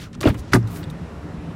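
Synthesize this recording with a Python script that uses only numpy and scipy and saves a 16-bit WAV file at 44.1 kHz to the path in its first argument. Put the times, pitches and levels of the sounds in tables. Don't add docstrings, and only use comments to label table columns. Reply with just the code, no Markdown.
import sys
import numpy as np
from scipy import signal
from scipy.io import wavfile

SR = 44100
rng = np.random.default_rng(int(sys.argv[2]) if len(sys.argv) > 2 else 0)


def invert_db(level):
    return 10 ** (np.asarray(level, dtype=float) / 20)


def unload_wav(signal):
    wavfile.write(
        sys.argv[1],
        SR,
        np.round(np.clip(np.atleast_2d(signal).T, -1, 1) * 32767).astype(np.int16),
    )


N = 68355
CONTACT_T_S = np.arange(SR // 3) / SR


def rms_one(x):
    return x / np.sqrt(np.mean(x ** 2) + 1e-20)


def drift(rate_hz):
    pole = np.exp(-80 * np.pi * rate_hz / SR)
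    white = rng.standard_normal(N // 40 + 2002)
    slow = signal.lfilter([1], [1, -2 * pole, pole * pole], white)[2000:]
    return np.interp(np.arange(N) / 40, np.arange(len(slow)), rms_one(slow))


def band_pass(x, low_hz, high_hz):
    return signal.sosfilt(signal.butter(2, [low_hz, high_hz], "band", fs=SR, output="sos"), x)


def low_pass(x, hz, order=2):
    return signal.lfilter(*signal.butter(order, hz, fs=SR), x)


def resonate(x, hz, t60_s):
    r = invert_db(-60 / (t60_s * SR))
    w = 2 * np.pi * hz / SR
    return signal.lfilter([0, np.sin(w)], [1, -2 * r * np.cos(w), r * r], x + 1e-18)


def banded_noise(spectrum, patchy_db):
    out = 0
    edges_hz = 22 * 2 ** np.arange(0, 9.9, .5)
    points = np.array(spectrum)
    white = rng.standard_normal((2, N + SR // 2))
    for k, (low, high) in enumerate(zip(edges_hz, edges_hz[1:])):
        band = band_pass(white[k % 2], low, high)[-N:]
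        db = np.interp(np.log(low * high) / 2, np.log(points[:, 0]), points[:, 1])
        out = out + invert_db(db + patchy_db * drift(3.1)) * band
    return rms_one(out)


def crackle(hz, octaves, grain_db):
    size = len(CONTACT_T_S)
    grains = rng.standard_normal(size) * invert_db(grain_db * np.minimum(rng.exponential(1, size), 5))
    octaves = max(octaves, .1)
    band = band_pass(grains, hz / 2 ** octaves, min(hz * 2 ** octaves, .45 * SR))
    band = low_pass(band, hz, order=1)
    air = invert_db(-26) * min(hz / 6000, 1) * rms_one(grains)
    return rms_one(band) + air


def place(sounds):
    out = np.zeros(N + SR)
    for s, x in sounds:
        i = int(s * SR) + SR // 2
        out[i:i + len(x)] += x
    return out[SR // 2:SR // 2 + N]


def soft_strike(db, hz, t60_s):
    t = CONTACT_T_S
    rise = 1 - np.exp(-t * hz / .3)
    return invert_db(db - 60 * t / t60_s) * rise * np.sin(2 * np.pi * hz * t)


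def door_knocks():
    # start [s], peak level [dB], pitch [Hz], t60 [s].
    knock_rows = [(0.206, -29, 327, 0.23), (0.22, -18.5, 132, 0.14), (.241, -9, 360, 0.039),
                  (0.2562, -3, 309, 0.064), (.2567, -8, 600, 0.061), (.2632, -9, 320, 0.033),
                  (0.26, -2, 290, 0.035), (0.272, -10, 107, 0.064), (.281, -3, 264, 0.033),
                  (0.307, -10, 133, 0.048), (.3135, -12, 202, .05), (.286, -14.5, 600, 0.034),
                  (0.346, -21, 113, 0.17), (.385, -16.5, 62, 0.095), (0.419, -24, 121, 0.12),
                  (.44, -24.5, 171, 0.14), (0.521, -15, 114, 0.085), (0.538, -18, 140, .04),
                  (.585, -17, 333, .05), (.603, -20.5, 233, .12), (.561, -11, 280, 0.058),
                  (0.5338, 5.5, 1400, 0.0075), (0.5342, -5, 1960, 0.016), (0.6415, -16, 109, 0.14),
                  (1.43, -27.5, 164, 0.21), (1.485, -25.5, 167, 0.16), (0.873, -22.5, 154.5, 0.21),
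                  (1.012, -25.5, 161.5, 0.24), (1.341, -20.5, 160, 0.097)]
    return place((s, soft_strike(db, hz, t60_s)) for s, db, hz, t60_s in knock_rows)


def skin_shoves():
    # centre [s], level [dB], period [s], direction [signed factor].
    shove_rows = [
        (0.272, -8, 0.011, 1),
        (0.3031, -8, 0.012, -0.89),
    ]
    sounds = []
    for s, db, period_s, direction in shove_rows:
        turn = np.clip(CONTACT_T_S / period_s - 1, -1, 1)
        cycle = np.cos(np.pi * turn / 2) ** 2 * np.sin(2 * np.pi * turn)
        sounds.append((s - period_s, direction * invert_db(db) * cycle))
    return place(sounds)


def handle_on_panel():
    # time [s], level [dB].
    landing_rows = [
        (0.5388, -3.5),
        (0.5461, -8),
        (0.554, -22),
        (.563, -8.5),
    ]
    # pitch [Hz], level [dB], t60 [s].
    panel_modes = [(62.4, -12.5, 0.58), (103, -21, 0.35), (184.6, -4, 0.18), (226, -6, 0.11),
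                   (256, -4.5, 0.1), (370, -3, 0.065), (600, -20, 0.098), (912, -13, 0.034),
                   (1214, -11, 0.047), (1507, -11, 0.041), (2050, -13, 0.035)]
    clicks = np.zeros(N)
    for s, db in landing_rows:
        clicks[int(s * SR)] = invert_db(db)
    clicks = low_pass(clicks, 1490)
    out = np.zeros(N)
    for k, (hz, db, t60_s) in enumerate(panel_modes):
        out += (-1) ** k * invert_db(db) * resonate(clicks, hz, t60_s)
    return out


def door_skin_boom():
    start_s, length_s, rise_s, t60_s = .5392, .4, .011, .31
    level_db, start_hz, sag_hz_per_s = -4, 123.2, 101
    t = np.clip(np.arange(N) / SR - start_s, 0, length_s)
    envelope = invert_db(level_db - 60 * t / t60_s) * (t < length_s) * (1 - np.exp(-t / rise_s))
    return envelope * np.sin(2 * np.pi * (start_hz - sag_hz_per_s * t / 2) * t)


def trim_pings():
    # start [s], peak level [dB], pitch [Hz], t60 [s].
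    ping_rows = [(.1335, -42, 1800, 0.024), (.211, -28, 1140, 0.05), (.5465, -24, 8900, 0.014),
                 (.559, -16, 1143, 0.028), (0.211, -27, 4430, 0.011), (.214, -26.5, 593, 0.048),
                 (0.2328, -18, 1270, 0.017), (.2405, -22.5, 2400, .02), (0.2555, -18, 2850, 0.02),
                 (.2755, -15.5, 1400, 0.03), (0.274, -20, 3440, 0.016), (0.5345, -17, 2600, 0.0065),
                 (0.5368, -13, 4600, 0.0062), (.551, -9.5, 1614, 0.021), (.6293, -41, 5400, 0.0091),
                 (0.674, -40, 3900, 0.014), (.9, -44, 4100, .02), (.5335, -21, 4800, 0.005),
                 (.840, -38, 3680, 0.03), (0.839, -41, 4600, 0.021), (0.8405, -39.5, 3400, 0.03),
                 (0.9007, -38.5, 3660, 0.025), (.26, -18, 1360, 0.022), (.284, -18.5, 1250, .025),
                 (.8405, -40, 7900, 0.016)]
    return place((s, soft_strike(db, hz, t60_s)) for s, db, hz, t60_s in ping_rows)


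def hard_ticks():
    # start [s], peak level [dB], centre [Hz], t60 [s], half width [octaves].
    tick_rows = [(0.13, -40, 5330, 0.018, 0.62), (0.15, -42, 5200, 0.017, 0.72),
                 (0.15, -41.5, 1400, .035, .5), (.2065, -32, 4700, 0.03, 0.62),
                 (.207, -42, 13000, .025, .5), (.2105, -33, 12000, 0.013, .5),
                 (.2105, -27, 5400, .015, 0.4), (0.21, -29.5, 4200, 0.063, 2.9),
                 (0.22, -37, 9300, 0.03, 1.3), (0.23, -23.5, 1800, 0.039, 1.3),
                 (0.23, -27, 1750, 0.045, 0.8), (0.25, -29.5, 2900, 0.099, 0.74),
                 (.2605, -36, 11500, .015, .5), (0.239, -37, 6500, 0.023, .8), (0.27, -33, 5500, 0.018, .6),
                 (.284, -38, 13000, .02, .6), (0.27, -28, 2470, 0.038, 1.2),
                 (0.291, -25.5, 10600, 0.0063, 0.66), (0.298, -34, 1700, 0.11, 1.4),
                 (0.3436, -35.5, 1400, 0.089, 0.93), (0.533, -15, 4100, 0.011, 1),
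                 (.5335, -27, 8500, 0.013, .6), (.5325, -28, 11400, 0.033, .3),
                 (.5365, -15.5, 4650, 0.017, 0.46), (0.5348, -17, 3100, 0.051, 0.96),
                 (0.5455, -25, 8900, 0.018, .2), (0.54, -28, 6900, 0.11, 2.6),
                 (.550, -17, 1460, 0.055, 0.64), (0.628, -41, 1500, 0.03, 0.25),
                 (0.6735, -45.5, 5800, 0.062, 2.5), (0.76, -39, 2700, 0.047, 1.7),
                 (0.77, -42, 9050, 0.038, 2.3), (0.83, -36.5, 2200, 0.046, 1.2),
                 (0.8995, -42.5, 7700, 0.042, 1.3), (0.3427, -45, 10000, .035, 1.2),
                 (.909, -51, 8000, 0.022, 1.1), (0.38, -46.5, 5300, 0.017, .4)]
    t = CONTACT_T_S
    attack = np.minimum(t / .0004, 1)
    sounds = []
    for s, db, hz, t60_s, octaves in tick_rows:
        sounds.append((s, invert_db(db - 60 * t / t60_s) * attack * crackle(hz, octaves, grain_db=2.6)))
    return place(sounds)


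def rubs():
    # start [s], length [s], level [dB], centre [Hz], half width [octaves].
    rub_rows = [(-0.034, 0.14, -42.5, 2900, 1.24), (.03, .07, -47.5, 1370, 0.17),
                (-0.013, 0.1, -54.5, 11000, 0.73), (0.134, 0.034, -46.5, 3000, 1.2),
                (0.262, 0.06, -43, 13000, .7), (0.21, 0.059, -45, 8600, 2.3),
                (0.23, 0.026, -28, 1270, 0.93), (.252, 0.077, -24.5, 1140, 1.8),
                (.3, 0.12, -58.5, 9000, 1.2), (0.366, 0.069, -52, 7900, 1.4), (.383, 0.032, -47, 7600, 1.1),
                (.235, 0.028, -50, 10000, .8), (0.38, 0.38, -57, 4400, 0.73),
                (0.518, 0.024, -36, 1700, 1.9), (.534, 0.04, -38, 12300, .3),
                (.54, 0.043, -34.5, 5100, 0.92), (0.694, 0.17, -48.5, 15700, 0.5),
                (.74, 0.08, -49.5, 13000, 1.6), (0.66, 0.24, -50.5, 5600, 1.7),
                (.3, 0.099, -30.5, 246, 0.76), (.54, 0.05, -25, 700, 0.4), (.523, 0.011, -45, 9800, 0.99),
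                (.25, 0.052, -19.5, 457, 0.56)]
    t = CONTACT_T_S
    sounds = []
    for s, length_s, db, hz, octaves in rub_rows:
        phase = np.clip(t / length_s, 0, 1) ** .57
        swell = np.sin(np.pi * phase) ** 1.6 * (t < length_s)
        swell = swell * invert_db(1.2 * drift(80)[:len(t)])
        sounds.append((s, invert_db(db) * swell * crackle(hz, octaves, grain_db=2.0)))
    return place(sounds)


def cabin_air_modes():
    # pitch [Hz], width [Hz], level [dB].
    air_modes = [(83, 11.6, -40.5), (168.9, 7.8, -39), (233.5, 22, -45.5), (298.5, 17, -45),
                 (402.5, 31, -50.5)]
    out = np.zeros(N)
    for hz, width_hz, db in air_modes:
        level = invert_db(db + 1.9 * drift(8.7))
        mode = resonate(rng.standard_normal(N + SR), hz, 2.28 / width_hz)[SR:]
        out += level * rms_one(mode)
    return out


def background_hum():
    # time [s], gain [dB].
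    opening_rows = [(0, -18), (.2, -7), (.45, -2), (.62, -2), (0.752, 1.5), (.95, 0.5), (1.55, 1)]
    # frequency [Hz], band gain [dB].
    outside_spectrum = [(15, -65), (25, -48), (74, -18), (124, -29.5), (163, -2.5), (196, -13.5),
                        (295, -16), (1150, -21.5), (16400, -57.5)]
    # frequency [Hz], band gain [dB].
    cabin_spectrum = [(25, -38), (60, 0), (150, -2), (260, -12.5), (500, -17), (2200, -49), (10000, -54),
                      (16400, -66)]
    opening_db = np.interp(np.arange(N) / SR, *np.transpose(opening_rows))
    modes = invert_db(.35 * opening_db) * cabin_air_modes()
    outside = low_pass(banded_noise(outside_spectrum, patchy_db=1.0), 12200)
    cabin = invert_db(-38) * banded_noise(cabin_spectrum, patchy_db=-1.0)
    return invert_db(-41.5 + opening_db) * outside + modes + cabin


def scene():
    door = door_knocks() + skin_shoves() + handle_on_panel() + door_skin_boom()
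    details = trim_pings() + hard_ticks() + rubs()
    return (door + details + background_hum())[None]


def roll_off(x):
    return signal.sosfilt(signal.butter(12, 16510, fs=SR, output="sos"), x)


def record(dry):
    bass_cut = signal.butter(2, 31, "high", fs=SR, output="sos")
    top_cut = signal.ellip(10, .5, 45, 15800, fs=SR, output="sos")
    rounded = 1.096 * np.tanh(signal.sosfilt(bass_cut, dry) / 1.1)
    return roll_off(signal.sosfilt(top_cut, rounded))


dry = scene()
out = record(dry)
unload_wav(out)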